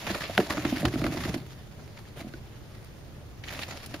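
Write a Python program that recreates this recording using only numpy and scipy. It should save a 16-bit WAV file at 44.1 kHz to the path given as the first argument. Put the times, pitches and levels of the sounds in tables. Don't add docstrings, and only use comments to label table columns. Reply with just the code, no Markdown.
import sys
import numpy as np
from scipy import signal
from scipy.io import wavfile

SR = 44100
rng = np.random.default_rng(int(sys.argv[2]) if len(sys.argv) > 2 else 0)


def invert_db(x):
    u = np.asarray(x, float) / 20
    return 10 ** u


def wav_record(signal):
    frames = np.transpose(np.atleast_2d(signal))
    bounded = np.clip(frames, -1, 1)
    quanta = np.round(bounded * 32767).astype(np.int16)
    wavfile.write(sys.argv[1], SR, quanta)


N = 176400
TIME = np.arange(N) / SR
OPPOSITE = np.array([[1], [-1]])


def rms_one(x):
    return x / np.sqrt(np.mean(x ** 2) + 1e-20)


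def at_hz(points, hz):
    table_hz, values = np.transpose(points)
    return np.interp(np.log(hz), np.log(table_hz), values)


def drift(rate_hz):
    step = 20
    r = np.exp(-2 * np.pi * rate_hz * step / SR)
    noise = rng.standard_normal(N // step + 2002)
    slow = signal.lfilter([1], [1, -2 * r, r * r], noise)[2000:]
    return np.interp(np.arange(N) / step, np.arange(len(slow)), rms_one(slow))


def ring(x, hz, t60):
    r = invert_db(-60 / (t60 * SR))
    w = 2 * np.pi * hz / SR
    return signal.lfilter([0, np.sin(w)], [1, -2 * r * np.cos(w), r * r], x + 1e-18)


def struck(s, db, hz, cycles):
    age = np.arange(4410) / SR
    out = np.zeros(N + len(age))
    for start, level_db, pitch in zip(s, db, hz):
        at = int(start * SR)
        fade = invert_db(level_db - 60 * age * pitch / cycles)
        out[at:at + len(age)] += fade * np.sin(2 * np.pi * pitch * age)
    return out[:N]


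def bands(source, spectrum, low_hz, high_hz, patchy_db, alike_share):
    # (pitch [Hz], likeness [-1 to 1])
    likeness = [(30, 0.93), (150, 0.79), (1200, 0.83), (2500, 0.2), (5000, 0.69), (9000, -0.16),
                (15000, 0.85)]
    edges = np.geomspace(low_hz, high_hz, int(2 * np.log2(high_hz / low_hz)) + 2)
    out = 0
    for k, (low, high) in enumerate(zip(edges, edges[1:])):
        band = signal.butter(2, [low, high], "band", fs=SR, output="sos")
        mid, side = signal.sosfilt(band, source[k % 2])
        hz = np.sqrt(low * high)
        alike = at_hz(likeness, hz) - (1 - alike_share) * min(hz / 600, 1)
        alike = np.clip(alike, -1, 1)
        level = invert_db(at_hz(spectrum, hz) + patchy_db * drift(8.4))
        out = out + level * (np.sqrt(1 + alike) * mid + np.sqrt(1 - alike) * side * OPPOSITE)
    return out


def room_air():
    # (pitch [Hz], level [dB per Hz])
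    room_spectrum = [(12, -44), (20, -13.5), (116, 0), (182, -26.5), (216, -12.5), (434, -15), (642, -20.5),
                     (759, -23), (16000, -43.5)]
    noise = rng.standard_normal((2, 2, N))
    return invert_db(-47) * rms_one(bands(noise, room_spectrum, 19.4, 19040, patchy_db=0.6, alike_share=0.52))


def appliance_hum():
    # (pitch [Hz], width [Hz], level [dB])
    hums = [(75.5, 16, -55), (123.9, 29, -49), (214.5, 12, -60)]
    out = 0
    for hz, width_hz, db in hums:
        mid, side = ring(rng.standard_normal((2, N)), hz, 2.1 / width_hz)
        out = out + invert_db(db) * rms_one(mid + 0.29 * side * OPPOSITE)
    return out


def electronic_whine():
    # (pitch [Hz], level [dB])
    whines = [(8799, -78.5), (8823, -74.5)]
    out = 0
    for hz, db in whines:
        level = invert_db(db + 0.5 + 1.7 * drift(3))
        out = out + level * np.sin(2 * np.pi * hz * TIME + 0.97 * drift(5.4))
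    return out


def ping():
    # (time [s], peak level [dB], pitch [Hz])
    pings = [
        (2.338, -36, 1485),
    ]
    (s, db, hz), = pings
    return invert_db(db) * ring(np.arange(N) == int(s * SR), hz, 0.037)


def taps():
    # (time [s], peak level [dB], pitch [Hz])
    claw_taps = [(0.0149, -31, 2270), (0.0672, -19, 3000), (0.0734, -19.5, 1350), (0.0947, -18.5, 1730),
                 (0.1446, -21.5, 1300), (0.2084, -21, 1710), (0.2184, -21, 1850), (0.2394, -16.5, 2330),
                 (0.3994, -23, 1850), (0.4104, -23, 1690), (0.5062, -16.5, 1170), (0.5062, -11, 1810),
                 (0.5786, -15.5, 1300), (0.599, -27, 1710), (0.6514, -16, 1830), (0.7704, -17, 1800),
                 (0.8054, -35, 2890), (0.8195, -21.5, 1830), (0.854, -11, 2890), (0.8834, -22.5, 1650),
                 (0.9383, -21, 2040), (0.9562, -23.5, 1340), (1.0161, -21, 1210), (1.0415, -13, 2030),
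                 (1.0655, -16.5, 1420), (1.1209, -24, 1830), (1.1747, -24, 1990), (1.2062, -27, 1500),
                 (1.2371, -24, 1210), (1.2516, -20, 1930), (1.3154, -30, 1260), (1.3399, -24, 2610),
                 (1.9754, -28.5, 2120), (2.0532, -36.5, 1770), (2.2054, -29, 2150), (2.2244, -31, 2060),
                 (2.3366, -43, 1470), (2.7487, -51.5, 1170), (2.8424, -47, 1440), (3.4376, -35, 1880),
                 (3.4845, -20, 3000), (3.5064, -25, 2060), (3.5483, -26, 1750), (3.5907, -18.5, 2670),
                 (3.6174, -29, 1680), (3.6247, -21, 1900), (3.6331, -28, 1940), (3.707, -34, 1240),
                 (3.9404, -35, 1250)]
    s, db, hz = np.transpose(claw_taps)
    s = s + 0.000922
    luck = rng.uniform(0, 1, (len(s), 2))
    body = struck(s, db - 5, hz, cycles=15.7)
    snap = struck(s, db - 6.2 * luck[:, 0], hz * (2.0 + 0.32 * luck[:, 1]), cycles=2.3)
    return body - snap


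def knock():
    # (pitch [Hz], level [dB], t60 [s])
    wall_modes = [(725, -2.5, 0.038), (196, -8, 0.14), (1500, 4.5, 0.013), (2040, 4.5, 0.007),
                  (3120, 8.5, 0.0024), (4560, -33, 0.005), (10400, -16.5, 0.0055)]
    knock_s, knock_db = .3781, -2.5
    tick_lead_s, tick_db, body_lag_s = 0.00115, -26, 0.00168
    out = 0
    for k, (hz, level_db, t60) in enumerate(wall_modes):
        clicks = np.zeros(N)
        start = knock_s + body_lag_s * (hz < 1000)
        clicks[int(start * SR)] = invert_db(knock_db)
        clicks[int((knock_s - tick_lead_s) * SR)] = invert_db(knock_db + tick_db)
        out = out + invert_db(level_db - 10.5) * ring(clicks, hz, t60) * (-1) ** k
    return out


def bucket(rub, rolling):
    # (time [s], peak level [dB], favoured pitch [Hz])
    thumps = [(0.071, -23.5, 730), (0.098, -16.5, 194), (0.101, -21, 324), (0.155, -27, 635),
              (0.295, -22, 677), (0.502, -26.5, 310), (0.545, -29.5, 600), (0.578, -20.5, 305),
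              (0.649, -14.5, 290), (0.686, -25.5, 300), (0.723, -14.5, 256), (0.766, -25, 310),
              (0.827, -11.5, 359), (0.844, -13.5, 324), (0.936, -18.5, 330), (0.955, -17.5, 261),
              (1.018, -20, 302), (1.043, -12.5, 335), (1.059, -18.5, 310), (1.077, -20.5, 259),
              (1.119, -25.5, 297), (1.143, -18, 364), (1.196, -32, 150), (1.166, -28, 240),
              (1.251, -23, 295), (1.339, -19, 331), (1.359, -23.5, 258), (2.17, -37, 560),
              (2.211, -34.5, 290), (2.243, -26.5, 227), (2.266, -31.5, 222), (2.336, -31.5, 318),
              (3.938, -31, 290), (3.941, -31.5, 705)]
    # (time [s], peak level [dB], favoured pitch [Hz])
    flank = [
        (0.387, -6, 445),
        (0.392, -15, 378),
        (.403, -22, 710),
        (.414, -23, 300),
        (.424, -24, 410),
    ]
    # (pitch [Hz], level [dB], t60 [s])
    modes = [(78.4, -9, 0.14), (127, -7, 0.16), (167.4, -1, 0.041), (209.4, -3.5, 0.072), (258, -5, 0.11),
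             (300, -2, 0.1), (350.7, -1, 0.069), (429, -8, 0.047), (591, 1.5, 0.041), (658, -4, 0.06),
             (744.6, -6.5, 0.078), (1470, -14.5, 0.0033)]
    favour_octaves, shove_db = 0.41, -9.5
    heave_db, damp_db = 6.5, -7
    s, db, pitch = np.transpose(thumps + flank)
    s, db = s + 0.0016, db - 6.5
    luck_db = rng.normal(0, 2, (len(s), len(modes)))
    pad = signal.butter(2, 935, fs=SR, output="sos")
    out = np.zeros(N)
    for k, (hz, level_db, t60) in enumerate(modes):
        off = np.log2(hz / pitch) / favour_octaves
        favour_db = np.maximum(-6 * off ** 2, shove_db)
        clicks = np.zeros(N)
        clicks[(s * SR).astype(int)] = (-1) ** (k // 2) * invert_db(db + luck_db[:, k] + favour_db)
        roll_db = rolling * (heave_db * (hz < 200) + damp_db * (hz > 500))
        rubbing = rub * invert_db(roll_db) / np.sqrt(t60 * SR / 28)
        out += invert_db(level_db) * ring(signal.sosfilt(pad, clicks) + rubbing, hz, t60)
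    load = struck(s, db - 1.5, pitch, cycles=27.6)
    return out + signal.sosfilt(pad, load)


def scuff_shapes():
    # (time [s], peak level [dB], dull part [dB], airy part [dB],
    # length [s])
    scuffs = [(0.074, -19.5, -7, -29, 0.016), (0.103, -20.5, -10.5, -29, 0.02),
              (0.149, -19, -6, -32, 0.0077), (0.209, -20.5, -12, -30, 0.0087),
              (.221, -18, -15, -34, 0.0088), (0.241, -19, -14.5, -42, 0.024), (0.402, -30, 3.5, -28, 0.01),
              (0.508, -21, -5.5, -27.5, 0.027), (0.572, -23.5, -0.5, -41, 0.0048),
              (.652, -18.5, -4, -37, 0.0088), (0.762, -24.5, -8, -32, 0.011),
              (0.807, -27.5, -12.5, -18.5, 0.014), (0.854, -12, -8.5, -32.5, 0.0062),
              (1.018, -38, 8, -27, 0.0036), (1.042, -21, -3, -31, 0.0066), (1.066, -20, -3, -26, 0.0069),
              (1.13, -25.5, -10, -26, 0.027), (1.173, -26.5, -7, -35, 0.0068),
              (1.238, -19, -18, -37, 0.0062), (1.254, -27, -9.5, -25, 0.022),
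              (1.345, -20, -12.5, -30, 0.0083)]
    # (time [s], peak level [dB], dull part [dB], airy part [dB], length [s])
    more_scuffs = [(1.211, -25.5, -12, -25, 0.0081), (1.29, -32, -10, -31, 0.0041),
                   (0.379, -17.5, -10, -25.5, 0.0094), (1.465, -36.5, -11, -22, 0.0044),
                   (1.797, -41, -6, -28, 0.014), (1.973, -35.5, -8, -30, 0.0099),
                   (1.992, -36, -7, -26, 0.0078), (2.169, -37, -9, -25, 0.023),
                   (2.209, -30, -8, -29, 0.007), (2.338, -26, -14, -41, 0.0034),
                   (2.751, -36, -17, -26, 0.0038), (2.846, -38.5, -20, -17.5, 0.0026),
                   (3.44, -25.5, -19, -35, 0.0077), (3.484, -25.5, -24, -38, 0.015),
                   (3.527, -29.5, -14, -27, 0.014), (3.551, -27.5, -25, -31, 0.016),
                   (3.593, -22, -6, -30, 0.0043), (3.621, -20.5, -32, -30, 0.015),
                   (3.633, -15.5, -21, -35, 0.0065), (3.711, -23.5, -10.5, -29, 0.0092),
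                   (3.687, -28.5, -10, -25, 0.013), (3.725, -28, -8, -31, 0.0071),
                   (3.862, -29.5, -27, -17, 0.0059), (3.944, -23.5, -9, -31, 0.009)]
    power = np.zeros((4, N))
    for s, db, dull_db, air_db, length in scuffs + more_scuffs:
        at = slice(int((s - .03) * SR), int((s + .08) * SR))
        age = (TIME[at] - s) / max(length, .001)
        fall = np.where(age < 0, (age / 0.39) ** 2, np.abs(age) ** 1.08)
        bright_db = -2.5 + 0.49 * (air_db + 27)
        part_db = np.array([[dull_db + 11.0], [0], [bright_db], [air_db + 16.0]])
        power[:, at] += (invert_db(db - 11.5 + part_db) * np.exp(-fall)) ** 2
    return power


def grit():
    # (pitch [Hz], level [dB per Hz])
    dust_spectrum = [(290, -33), (500, -3), (634, -5), (1140, -3), (1300, -6), (3000, -5), (7400, -14),
                     (9620, -46), (16300, -120)]
    air_spectrum = [(10000, 0), (15000, -11.5)]
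    grains_per_s = 1800 * invert_db(5.0 * drift(60))
    born = rng.random(N) < grains_per_s / SR
    sizes = invert_db(3 * np.minimum(rng.exponential(1, N), 6))
    source = rng.standard_normal((2, 2, N)) * (0.57 + born * sizes)
    dull = bands(source, dust_spectrum, 441, 1951, patchy_db=0.5, alike_share=1)
    crisp = bands(source, dust_spectrum, 1680, 4830, patchy_db=1.5, alike_share=0.89)
    bright = bands(source, dust_spectrum, 4480, 7030, patchy_db=2.0, alike_share=0.65)
    air = bands(source, air_spectrum, 7600, 19000, patchy_db=1.0, alike_share=1)
    body_rms = np.sqrt(np.mean((dull + crisp + bright) ** 2))
    return dull / body_rms, crisp / body_rms, bright / body_rms, rms_one(air)


def dust(churn_db, scuffs):
    part_lean_db = [-.5, -.3, .3, .6]
    hiss = invert_db(churn_db + 3 + 2.0 * drift(18.4))
    part_db = np.array([[0], [0], [0], [-10]])
    power = scuffs + (hiss * invert_db(part_db)) ** 2
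    out = 0
    for part, part_power, lean_db in zip(grit(), power, part_lean_db):
        out = out + part * np.sqrt(part_power) * invert_db(lean_db * OPPOSITE)
    return out


def scene():
    # (time [s], level [dB])
    churn = [(0, -42.5), (.27, -46), (.33, -45), (.42, -43.5), (.62, -44), (1.33, -45.5), (1.42, -55),
             (1.7, -62.5), (2.15, -60.5), (2.21, -48.5), (2.25, -61), (3.42, -66), (3.481, -46),
             (3.73, -49.5), (3.799, -51), (4, -55.5)]
    churn_db = np.interp(TIME, *np.transpose(churn))
    scuffs = scuff_shapes()
    rolling = np.clip(np.minimum(TIME - 0.615, 1.5 - TIME) * 20, 0, 1)
    rub_db = 0.5 - 54.0 + 5.5 * rolling + 1.08 * (churn_db + 44.0) + 4.14 * drift(8.5)
    rub = invert_db(rub_db) + invert_db(-20) * np.sqrt(scuffs[0])
    wall = bucket(rub * rng.standard_normal(N), rolling) + knock() + taps() + ping()
    wall = signal.sosfilt(signal.butter(2, 55, "high", fs=SR, output="sos"), wall)
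    echo = 0.082 * np.roll(wall, 90)
    room = room_air() + appliance_hum() + electronic_whine()
    mix = np.stack([wall + echo, wall - echo]) + dust(churn_db, scuffs) + room
    return mix * invert_db(-.3 * OPPOSITE)


def band_limit(x):
    return signal.sosfilt(signal.butter(12, 15850, fs=SR, output="sos"), x)


def record(dry):
    notch_hz, width_hz = 8183, 1180
    edges = [notch_hz - width_hz / 2, notch_hz + width_hz / 2]
    x = signal.sosfilt(signal.butter(2, edges, "bandstop", fs=SR, output="sos"), dry)
    x = signal.sosfilt(signal.ellip(10, .5, 60, 15600, fs=SR, output="sos"), x)
    return band_limit(x)


dry = scene()
out = record(dry)
wav_record(out)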